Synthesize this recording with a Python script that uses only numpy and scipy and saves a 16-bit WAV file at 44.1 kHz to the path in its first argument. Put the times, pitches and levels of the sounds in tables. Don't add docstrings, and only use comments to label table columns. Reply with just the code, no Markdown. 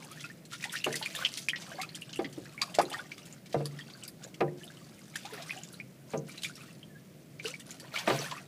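import sys
import numpy as np
from scipy import signal
from scipy.fft import rfft, irfft, next_fast_len
from scipy.io import wavfile
from scipy.ndimage import uniform_filter1d

SR = 44100
rng = np.random.default_rng(int(sys.argv[2]) if len(sys.argv) > 2 else 0)


def master(y):
    cut = np.clip(np.atleast_2d(y).T, -1, 1)
    pcm = np.round(cut * 32767)
    wavfile.write(sys.argv[1], SR, pcm.astype(np.int16))


N = 373527


def amp(db):
    return 10 ** (np.asarray(db) / 20)


def unit(x):
    return x / np.sqrt(np.mean(x ** 2) + 1e-20)


def along(points, hz):
    f, v = np.transpose(points)
    return np.interp(np.log(hz + 1), np.log(f + 1), v)


def filtered(x, gain):
    size = next_fast_len(len(x) + 2048)
    spectrum = rfft(x, size) * gain(np.fft.rfftfreq(size, 1 / SR))
    return irfft(spectrum, size)[:len(x)]


def add(track, s, sound):
    part = track[max(0, round(s * SR)):][:len(sound)]
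    part += sound[:len(part)]


def dying_noise(decay):
    hz, t, z = signal.stft(rng.standard_normal(SR // 2), SR, nperseg=128)
    loss_db = 60 * t / along(decay, hz)[:, None]
    return signal.istft(z * amp(-loss_db), SR, nperseg=128)[1][:SR // 2]


def bubble(t, hz, t60, glide):
    pitch = hz * 2 ** np.clip(glide * t, -1, 1)
    tone = np.sin(2 * np.pi * np.cumsum(pitch, axis=-1) / SR)
    decay = np.exp(-np.log(1000) * t / t60)
    swell = 1 - np.exp(-2 * hz * t)
    return tone * decay * swell


def swarm(per_s, low_hz, high_hz, cycles, spread_db, rise):
    when, kind, strength = rng.random((int(per_s * N / SR), 3)).T
    size, life = rng.random((300, 2)).T[:, :, None]
    hz = low_hz * (high_hz / low_hz) ** size
    t60 = cycles / hz * (.5 + life)
    k = np.arange(int(SR * cycles / low_hz))
    shapes = bubble(k / SR, hz, t60, rise / t60)
    chosen = shapes[(kind * len(shapes)).astype(int)]
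    grains = amp(spread_db * strength ** 3)[:, None] * chosen
    places = (when * N).astype(int)[:, None] + k
    return unit(np.bincount(places.ravel(), grains.ravel(), minlength=N)[:N])


def wavering(depth_db, size):
    drift = signal.fftconvolve(rng.standard_normal(N), np.hanning(size), "same")
    return amp(depth_db * unit(drift))


def bout(s, length):
    rise_s, settle_db_per_s = 0.049, 201
    t = np.arange(N) / SR - s
    swell = np.clip(1 + t / rise_s, 0, 1) ** 2
    return swell * amp(-settle_db_per_s * np.maximum(t - length, 0))


def agitation():
    # (time [s], length [s], bubbling drive [dB],
    # gurgle over bubbling drive [dB], spray over bubbling drive [dB])
    stirs = [(0.0, 0.045, -55.5, 0, -9), (0.097, 0.2, -54.5, -16, -6.5), (0.528, 0.0081, -50, -27, -0.5),
             (0.627, 0.015, -46.5, -19, -7), (0.728, 0.04, -43.5, -24, -9.5), (0.86, 0.3, -48.5, -14, -9),
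             (1.17, 0.059, -43.5, -7, -13), (1.264, 0.16, -59.5, -6, 7.5), (1.59, 0.15, -57, -0.5, -1),
             (1.706, 0.12, -53, -2, -8.5), (1.89, 0.65, -60.5, -9, -6.5), (2.43, 0.16, -71.5, -17, 3),
             (2.608, 0.3, -56, -1, -6), (2.929, 0.037, -50, 1, -9), (2.98, 0.35, -59, -8, -9),
             (3.5, 0.56, -60.5, -6.5, -7), (4.227, 0.011, -55.5, 4.5, -10), (4.597, 0.11, -60.5, -6, -5),
             (4.735, .38, -63.5, -6.5, -3), (5.147, 0.17, -53, -13, -10), (5.335, 0.081, -48, -3, -27),
             (5.467, 0.1, -50.5, -9, -6.5), (5.6, 0.16, -62, -5, -2), (6.101, 0.025, -61, 3, -1.5),
             (6.285, 0.066, -54.5, -10, -7.5), (6.433, 0.054, -56, -26, 3.5),
             (6.572, 0.13, -56.5, -21, -4.5), (7.457, .02, -47.5, -7, -0.5), (7.674, 0.07, -60, -4, 1.5),
             (7.839, 0.028, -56, 1, -9), (7.947, 0.059, -42.5, -3, -14.5), (8.081, 0.088, -40, -6.5, -11.5),
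             (8.208, 0.047, -43.5, -9, -5), (8.303, 0.082, -53.5, -0.5, -5)]
    calm_db = -76.5
    power = np.full((3, N), amp(calm_db) ** 2)
    for s, length, db, gurgle_db, spray_db in stirs:
        drive = amp([[db + gurgle_db], [db], [db + spray_db]])
        power += drive ** 2 * bout(s, length) ** 2
    return np.sqrt(power)


def churn():
    # (frequency [Hz], relative density [dB per Hz])
    foam_colour = [(400, -29), (1300, -13), (2400, -5), (4500, -10.5), (9000, -22)]
    # (frequency [Hz], relative level [dB])
    patter_colour = [(100, -60), (500, -25), (1500, -10.5), (3000, -0.5), (5000, 1), (8000, 0.5),
                     (12000, -5), (16000, -20)]
    gurgle_db, bubbling_db, spray_db = 20 * np.log10(agitation())
    gurgle = swarm(per_s=300, low_hz=500, high_hz=1600, cycles=18, spread_db=12, rise=.4)
    bubbling = swarm(per_s=330, low_hz=1300, high_hz=4600, cycles=36, spread_db=19, rise=.3)
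    fizz = swarm(per_s=380, low_hz=4200, high_hz=11000, cycles=40, spread_db=18, rise=.1)
    chirps = swarm(per_s=70, low_hz=1100, high_hz=6000, cycles=55, spread_db=14, rise=.45)
    patter = swarm(per_s=1400, low_hz=1500, high_hz=16000, cycles=3, spread_db=13, rise=0)
    patter = unit(filtered(patter, lambda hz: amp(along(patter_colour, hz)) * np.sqrt(hz)))
    foam = unit(filtered(rng.standard_normal(N), lambda hz: amp(along(foam_colour, hz))))
    foam_db = 1.287 * bubbling_db + 9.0
    clumps = wavering(depth_db=3.0, size=900)
    bubbles = amp(gurgle_db) * gurgle
    bubbles += amp(bubbling_db - 8.5) * bubbling * clumps
    bubbles += amp(spray_db - 1.0) * fizz
    bubbles += amp(bubbling_db - 5) * chirps
    return bubbles + amp(foam_db) * foam + amp(spray_db + 0.5) * patter * clumps


def plinks():
    # (time [s], relative level [dB], nominal pitch [Hz])
    single_bubbles = [(0.1127, -45.5, 1255), (0.197, -45, 3320), (0.241, -34.5, 2580), (0.2436, -39, 1420),
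                      (0.3, -41.5, 1766), (0.5324, -39, 1360), (0.626, -36, 2430), (0.64, -25.5, 1970),
                      (0.6535, -38, 853), (0.696, -33.5, 3440), (0.739, -31.5, 1540), (0.754, -27, 1820),
                      (0.769, -31, 2850), (0.7878, -34, 5270), (0.8434, -17.5, 2821), (0.9414, -27.5, 1930),
                      (1.0132, -36.5, 913), (0.929, -36, 6000), (1.0267, -28, 4300), (1.0601, -23.5, 2400),
                      (1.1503, -34, 1770), (1.1625, -28.5, 3540), (1.189, -40, 1330), (1.224, -29.5, 1540),
                      (1.2501, -13, 3050), (1.263, -22.5, 2670), (1.4856, -16.5, 2430), (1.496, -21, 3200),
                      (1.5333, -25, 1900), (1.7156, -43, 676), (1.786, -35, 754), (1.791, -38.5, 1116),
                      (1.8, -34, 2100), (1.832, -37.5, 1300), (1.8346, -33, 2450), (1.891, -38, 4260),
                      (1.947, -36, 3200), (2.0205, -32.5, 2850), (2.1597, -34, 2770), (2.2453, -33.5, 1990),
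                      (2.5784, -34, 2260), (2.618, -14.5, 4530), (2.6198, -30, 1150), (2.751, -27.5, 7537),
                      (2.8537, -37, 4091), (2.9169, -37, 2930), (2.9132, -41, 850), (2.9388, -33, 1260),
                      (2.944, -30, 1860), (2.9866, -39.5, 3500), (2.9932, -33.5, 1470), (3.118, -33, 2324),
                      (3.326, -38.5, 7000), (3.6567, -27.5, 4820), (3.7903, -37.5, 1900),
                      (3.8097, -39, 3270), (3.937, -41, 4600), (4.026, -42, 2940), (4.0373, -33, 7970),
                      (4.051, -46, 5900), (4.081, -36, 4840), (4.241, -33.5, 6900), (4.481, -46, 1860),
                      (4.6127, -51, 1760), (4.6346, -41, 2970), (4.6785, -41, 3670), (4.772, -47, 3090),
                      (5.158, -28.5, 1740), (5.2496, -40, 802), (5.336, -45, 1430), (5.377, -41, 1863),
                      (5.30, -50.5, 1000), (5.3988, -41, 694), (5.495, -34, 2100), (5.5078, -24.5, 2498),
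                      (5.5622, -44, 745), (5.575, -39, 2930), (5.635, -32, 6800), (5.743, -42.5, 4100),
                      (5.8004, -32.5, 2330), (6.176, -35, 6320), (6.2942, -41.5, 2300), (6.3806, -36, 4060),
                      (6.4449, -28, 3520), (6.4483, -26.5, 2300), (6.4966, -42.5, 1440),
                      (6.5546, -41, 5450), (6.6081, -46, 2590), (6.83, -42, 3140), (7.3979, -33, 2320),
                      (7.456, -27.5, 2810), (7.54, -33, 2300), (7.708, -32, 7000), (7.942, -35, 1378),
                      (7.9614, -22.5, 2300), (8.19, -27, 5780), (8.243, -38, 1530), (8.2607, -35, 1760),
                      (8.314, -37, 1120), (8.3222, -31.5, 1005), (8.366, -41, 1220), (8.379, -40, 2560)]
    ring_cycles, reference_db, halving_db = 58, -31, 27
    out, t = np.zeros(N), np.arange(SR // 10) / SR
    for s, db, hz in single_bubbles:
        t60 = ring_cycles / hz * 2 ** ((reference_db - db) / halving_db)
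        rise, detour = rng.random(2)
        ping = amp(db + 2.5) * bubble(t, hz * .96, t60, glide=(0.35 + 0.4 * rise) / t60)
        add(out, s, ping)
        add(out, s + 0.004 + 0.0042 * detour, amp(-9.5) * ping)
    return out


def splashes():
    # (time [s], relative level [dB], mist: spectral lift from 10 kHz up [dB])
    splash_events = [(0.047, -41.5, 14), (0.115, -39.5, 12), (0.206, -34.5, -7), (0.453, -41.5, -1),
                     (0.5324, -31, -11), (0.6403, -27, -5), (0.728, -31, 21), (0.7625, -30, -25),
                     (0.8415, -27, 8), (0.926, -28, 2), (0.956, -24, 6), (0.993, -40, 28),
                     (1.0262, -26, -30), (1.056, -31.5, 3), (1.1508, -28.5, 9), (1.2488, -22.5, -18),
                     (1.3734, -25, 4.5), (1.4871, -27.5, 1), (1.56, -27.5, -37), (1.62, -37, -23),
                     (1.815, -27, 0), (1.8897, -44, -23), (1.9518, -31.5, 5), (2.013, -41.5, 11),
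                     (2.094, -40.5, -16), (2.1298, -32.5, -19), (2.158, -38, 13), (2.2462, -34, -29),
                     (2.3276, -42, 5), (2.6155, -20.5, -3.5), (2.743, -31, -8), (2.7493, -29, -2),
                     (2.787, -23, -6), (2.8146, -29.5, 10), (2.898, -35.5, 21), (2.9297, -28.5, -9),
                     (3.1798, -39.5, -2), (3.2548, -41.5, 9), (3.118, -40, -12), (3.324, -52, 31),
                     (3.459, -41.5, -5), (3.527, -35, -7), (3.6563, -35, 13), (3.7887, -42.5, -4),
                     (3.9005, -40.5, -21), (4.035, -35.5, 0), (4.0799, -33, 28), (4.2344, -41.5, -5),
                     (4.275, -47, 10), (4.342, -41, -3), (4.406, -44.5, 8), (4.641, -43.5, 27),
                     (5.1567, -28, 2.5), (5.254, -35.5, -9), (5.335, -38.5, 27), (5.422, -35, -2),
                     (5.635, -39.5, 0), (5.728, -41.5, 32), (6.2853, -45, 26), (6.3764, -37, -1),
                     (6.434, -27, -1), (6.447, -33, -5), (6.5555, -44, 10), (7.393, -44, -10),
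                     (7.456, -44, -9), (7.597, -37.5, 5), (7.7114, -37.5, 9), (7.7983, -37, 2),
                     (7.957, -28, -17), (7.9854, -26.5, -5), (8.0995, -26, -24), (8.3115, -28.5, -14)]
    # (frequency [Hz], relative density [dB per Hz])
    spray_colour = [(100, -60), (500, -22), (1500, -8), (3000, 0.5), (5000, 0.5), (8000, -1.5), (12000, -9),
                    (16000, -22)]
    swell_s, fade_s = 0.002138, 0.0061
    drizzle_db, drizzle_fade_s = -17, .022
    out, t = np.zeros(N), np.arange(SR // 8) / SR
    for s, db, mist_db in splash_events:
        flutter = unit(uniform_filter1d(rng.standard_normal(len(t)), size=30))
        droplets = rng.standard_normal(len(t)) * amp(2.5 * flutter)

        def colour(hz):
            return amp(along(spray_colour, hz) + along([(4500, 0), (10000, mist_db)], hz))

        swell = 1 - np.exp(-(t / swell_s) ** 2)
        fade = np.exp(-t / fade_s) + amp(drizzle_db) * np.exp(-t / drizzle_fade_s)
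        hiss = unit(filtered(droplets, colour)) * fade * swell
        delay, size, strength = rng.random((9, 3)).T[:, :, None]
        hz = 1700 * 7 ** size
        age = np.maximum(t[:SR // 20] - .018 * delay ** 2, 0)
        level = amp(-8 * strength - 2.7 * delay) * colour(hz)
        rings = (bubble(age, hz, 35 / hz, glide=15) * level).sum(axis=0)
        rings *= np.linalg.norm(hiss) / np.linalg.norm(rings)
        rings = np.pad(rings, (0, len(t) - len(rings)))
        add(out, s - swell_s / 2, amp(db - 6.5) * (hiss + rings))
    return out


def gulps_and_booms():
    # (time [s], relative level [dB], starting pitch [Hz], t60 [s], glide [octaves per s])
    low_tones = [(.866, -31, 1034, 0.063, -36), (2.191, -17, 398, 0.045, -28), (2.244, -30.5, 287, .09, -4),
                 (2.378, -28, 353, 0.069, -24), (2.7863, -5, 653, 0.021, -6),
                 (2.795, -11.5, 631, 0.05, 64.5), (3.545, -9.5, 640, 0.011, -24),
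                 (3.562, -29, 144, 0.64, 0), (3.607, -24, 640, .022, 1), (4.42, -28, 400, .12, -2.5),
                 (4.478, -36, 593, .08, -2), (5.324, -39.5, 452, 0.17, -5), (6.139, -34, 666, 0.055, -19),
                 (6.151, -27, 422, 0.064, -3), (7.45, -29.5, 430, 0.13, 5), (8.076, -25, 642, 0.18, 1.5),
                 (8.099, -20.5, 373, 0.082, 0), (8.109, -32.5, 136, 0.26, -1.5),
                 (8.148, -31, 678, 0.12, -0.5), (8.195, -26.5, 450, 0.04, 0)]
    out, t = np.zeros(N), np.arange(SR // 2) / SR
    for s, db, hz, t60, glide in low_tones:
        add(out, s, amp(db) * bubble(t, hz, t60, glide))
    return out


def strokes():
    # (time [s], relative slap level [dB], relative ring level [dB],
    # bass lift [dB], treble lift [dB])
    blows = [(0.863, -14, -40.5, -2, -8), (2.19, -21.5, -41, 0.5, -5.5), (2.376, -28.5, -54.5, 11, -16),
             (2.786, -14.5, -39, -5.5, 0), (3.542, -15, -34, -4, -12), (3.605, -21, -44, 1, -15),
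             (4.405, -11.5, -31.5, -1.5, -6), (6.134, -16.5, -36.5, 1, -11), (8.073, -11, -34.5, -8, -1.5),
             (8.099, -25, -42.5, 9, 10)]
    # (frequency [Hz], mean relative level [dB], t60 [s])
    tub_modes = [(146.1, 0.5, 0.51), (224, -33, 0.37), (308, 3.5, 0.24), (356, -2.5, 0.48),
                 (390.5, -7.5, 0.29), (455.5, 3.5, 0.29), (535, 2, 0.27), (668.6, 10.5, 0.13),
                 (733, -36, 0.094), (786, 7, 0.15), (913, 1, 0.086), (993, -2, 0.17), (1055, 2.5, 0.045),
                 (1198, 5.5, 0.11), (1550, -16, 0.33)]
    # (frequency [Hz], relative density [dB per Hz])
    slap_colour = [(30, -52), (80, -23), (150, 1), (300, -0.5), (640, 6), (800, -2), (1100, -0.5),
                   (2200, -0.5), (4500, -9.5), (10000, -36)]
    # (frequency [Hz], t60 [s])
    slap_decay = [(120, 0.56), (400, 0.24), (800, 0.11), (2000, 0.081), (6000, 0.017)]
    out, t = np.zeros(N), np.arange(SR // 2) / SR
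    for s, slap_db, ring_db, bass_db, treble_db in blows:
        def weight(hz):
            return amp(along([(150, bass_db), (300, 0), (480, 0), (1400, treble_db)], hz))

        ring = np.zeros(len(t))
        for hz, level, t60 in tub_modes:
            strength = amp(level + rng.normal(0, 2.2)) * weight(hz)
            envelope = np.exp(-np.log(1000) * t / t60) * (1 - np.exp(-hz * t / 4))
            ring += strength * envelope * np.sin(2 * np.pi * hz * t)
        slap = filtered(dying_noise(slap_decay), lambda hz: amp(along(slap_colour, hz)) * weight(hz))
        slap = slap * (1 - np.exp(-t / 0.0027))
        add(out, s, amp(ring_db) * ring + amp(slap_db) * slap)
    return out


def squeak():
    # (time [s], pitch [Hz], level [dB])
    squeak_course = [(6.885, 1730, -84), (6.91, 1760, -55), (6.935, 1684, -75), (6.96, 1624, -52),
                     (6.99, 1780, -66), (7.03, 1690, -80)]
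    s, *columns = np.transpose(squeak_course)
    t = np.arange(N) / SR
    hz, db = [np.interp(t, s, column) for column in columns]
    tone = np.sin(2 * np.pi * np.cumsum(hz) / SR)
    return amp(db) * tone * (t > s[0]) * (t < s[-1])


def surroundings(x, walls_db, room_db):
    # (frequency [Hz], t60 [s])
    room_decay = [(150, 0.31), (1000, 0.33), (4000, 0.39), (14000, 0.32)]
    out, hop = np.zeros(N), SR // 5
    window = signal.get_window("hann", 2 * hop)
    padded = np.pad(x, (0, 2 * hop))
    for start in range(0, N, hop):
        walls = np.zeros(SR // 2)
        delays = (SR * rng.uniform(.002, .016, size=8)).astype(int)
        walls[delays] = rng.choice([-1, 1], size=8) / np.sqrt(8)
        tail = dying_noise(room_decay) * (1 - np.exp(-np.arange(SR // 2) / SR / 0.011))
        echo = amp(walls_db) * walls + amp(room_db) * tail / np.linalg.norm(tail)
        piece = padded[start:start + 2 * hop] * window
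        add(out, start / SR, signal.fftconvolve(piece, echo))
    return out


def room_tone():
    # (frequency [Hz], relative density [dB per Hz])
    air_colour = [(25, -31), (50, -23), (100, -12), (130, -1), (165, 1), (250, -5), (320, -5.5),
                  (420, -12.5), (650, -14.5), (850, -27), (1400, -26.5), (2100, -25), (4000, -31),
                  (8000, -33), (15000, -34)]

    def colour(hz):
        resonance_db = 3 / (1 + ((hz - 152) / 22) ** 2)
        return amp(along(air_colour, hz) + resonance_db)

    return amp(-52.5) * unit(filtered(rng.standard_normal(N), colour))


def scene():
    bright = churn() + plinks() + splashes() + squeak()
    low = gulps_and_booms() + strokes()
    echoes = surroundings(bright + amp(-3.5) * low, walls_db=-5.5, room_db=-21.0)
    return (bright + low + echoes + room_tone())[None]


def record(dry):
    top_hz = 15550
    return filtered(dry[0], lambda hz: hz < top_hz)[None]


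dry = scene()
out = record(dry)
master(out)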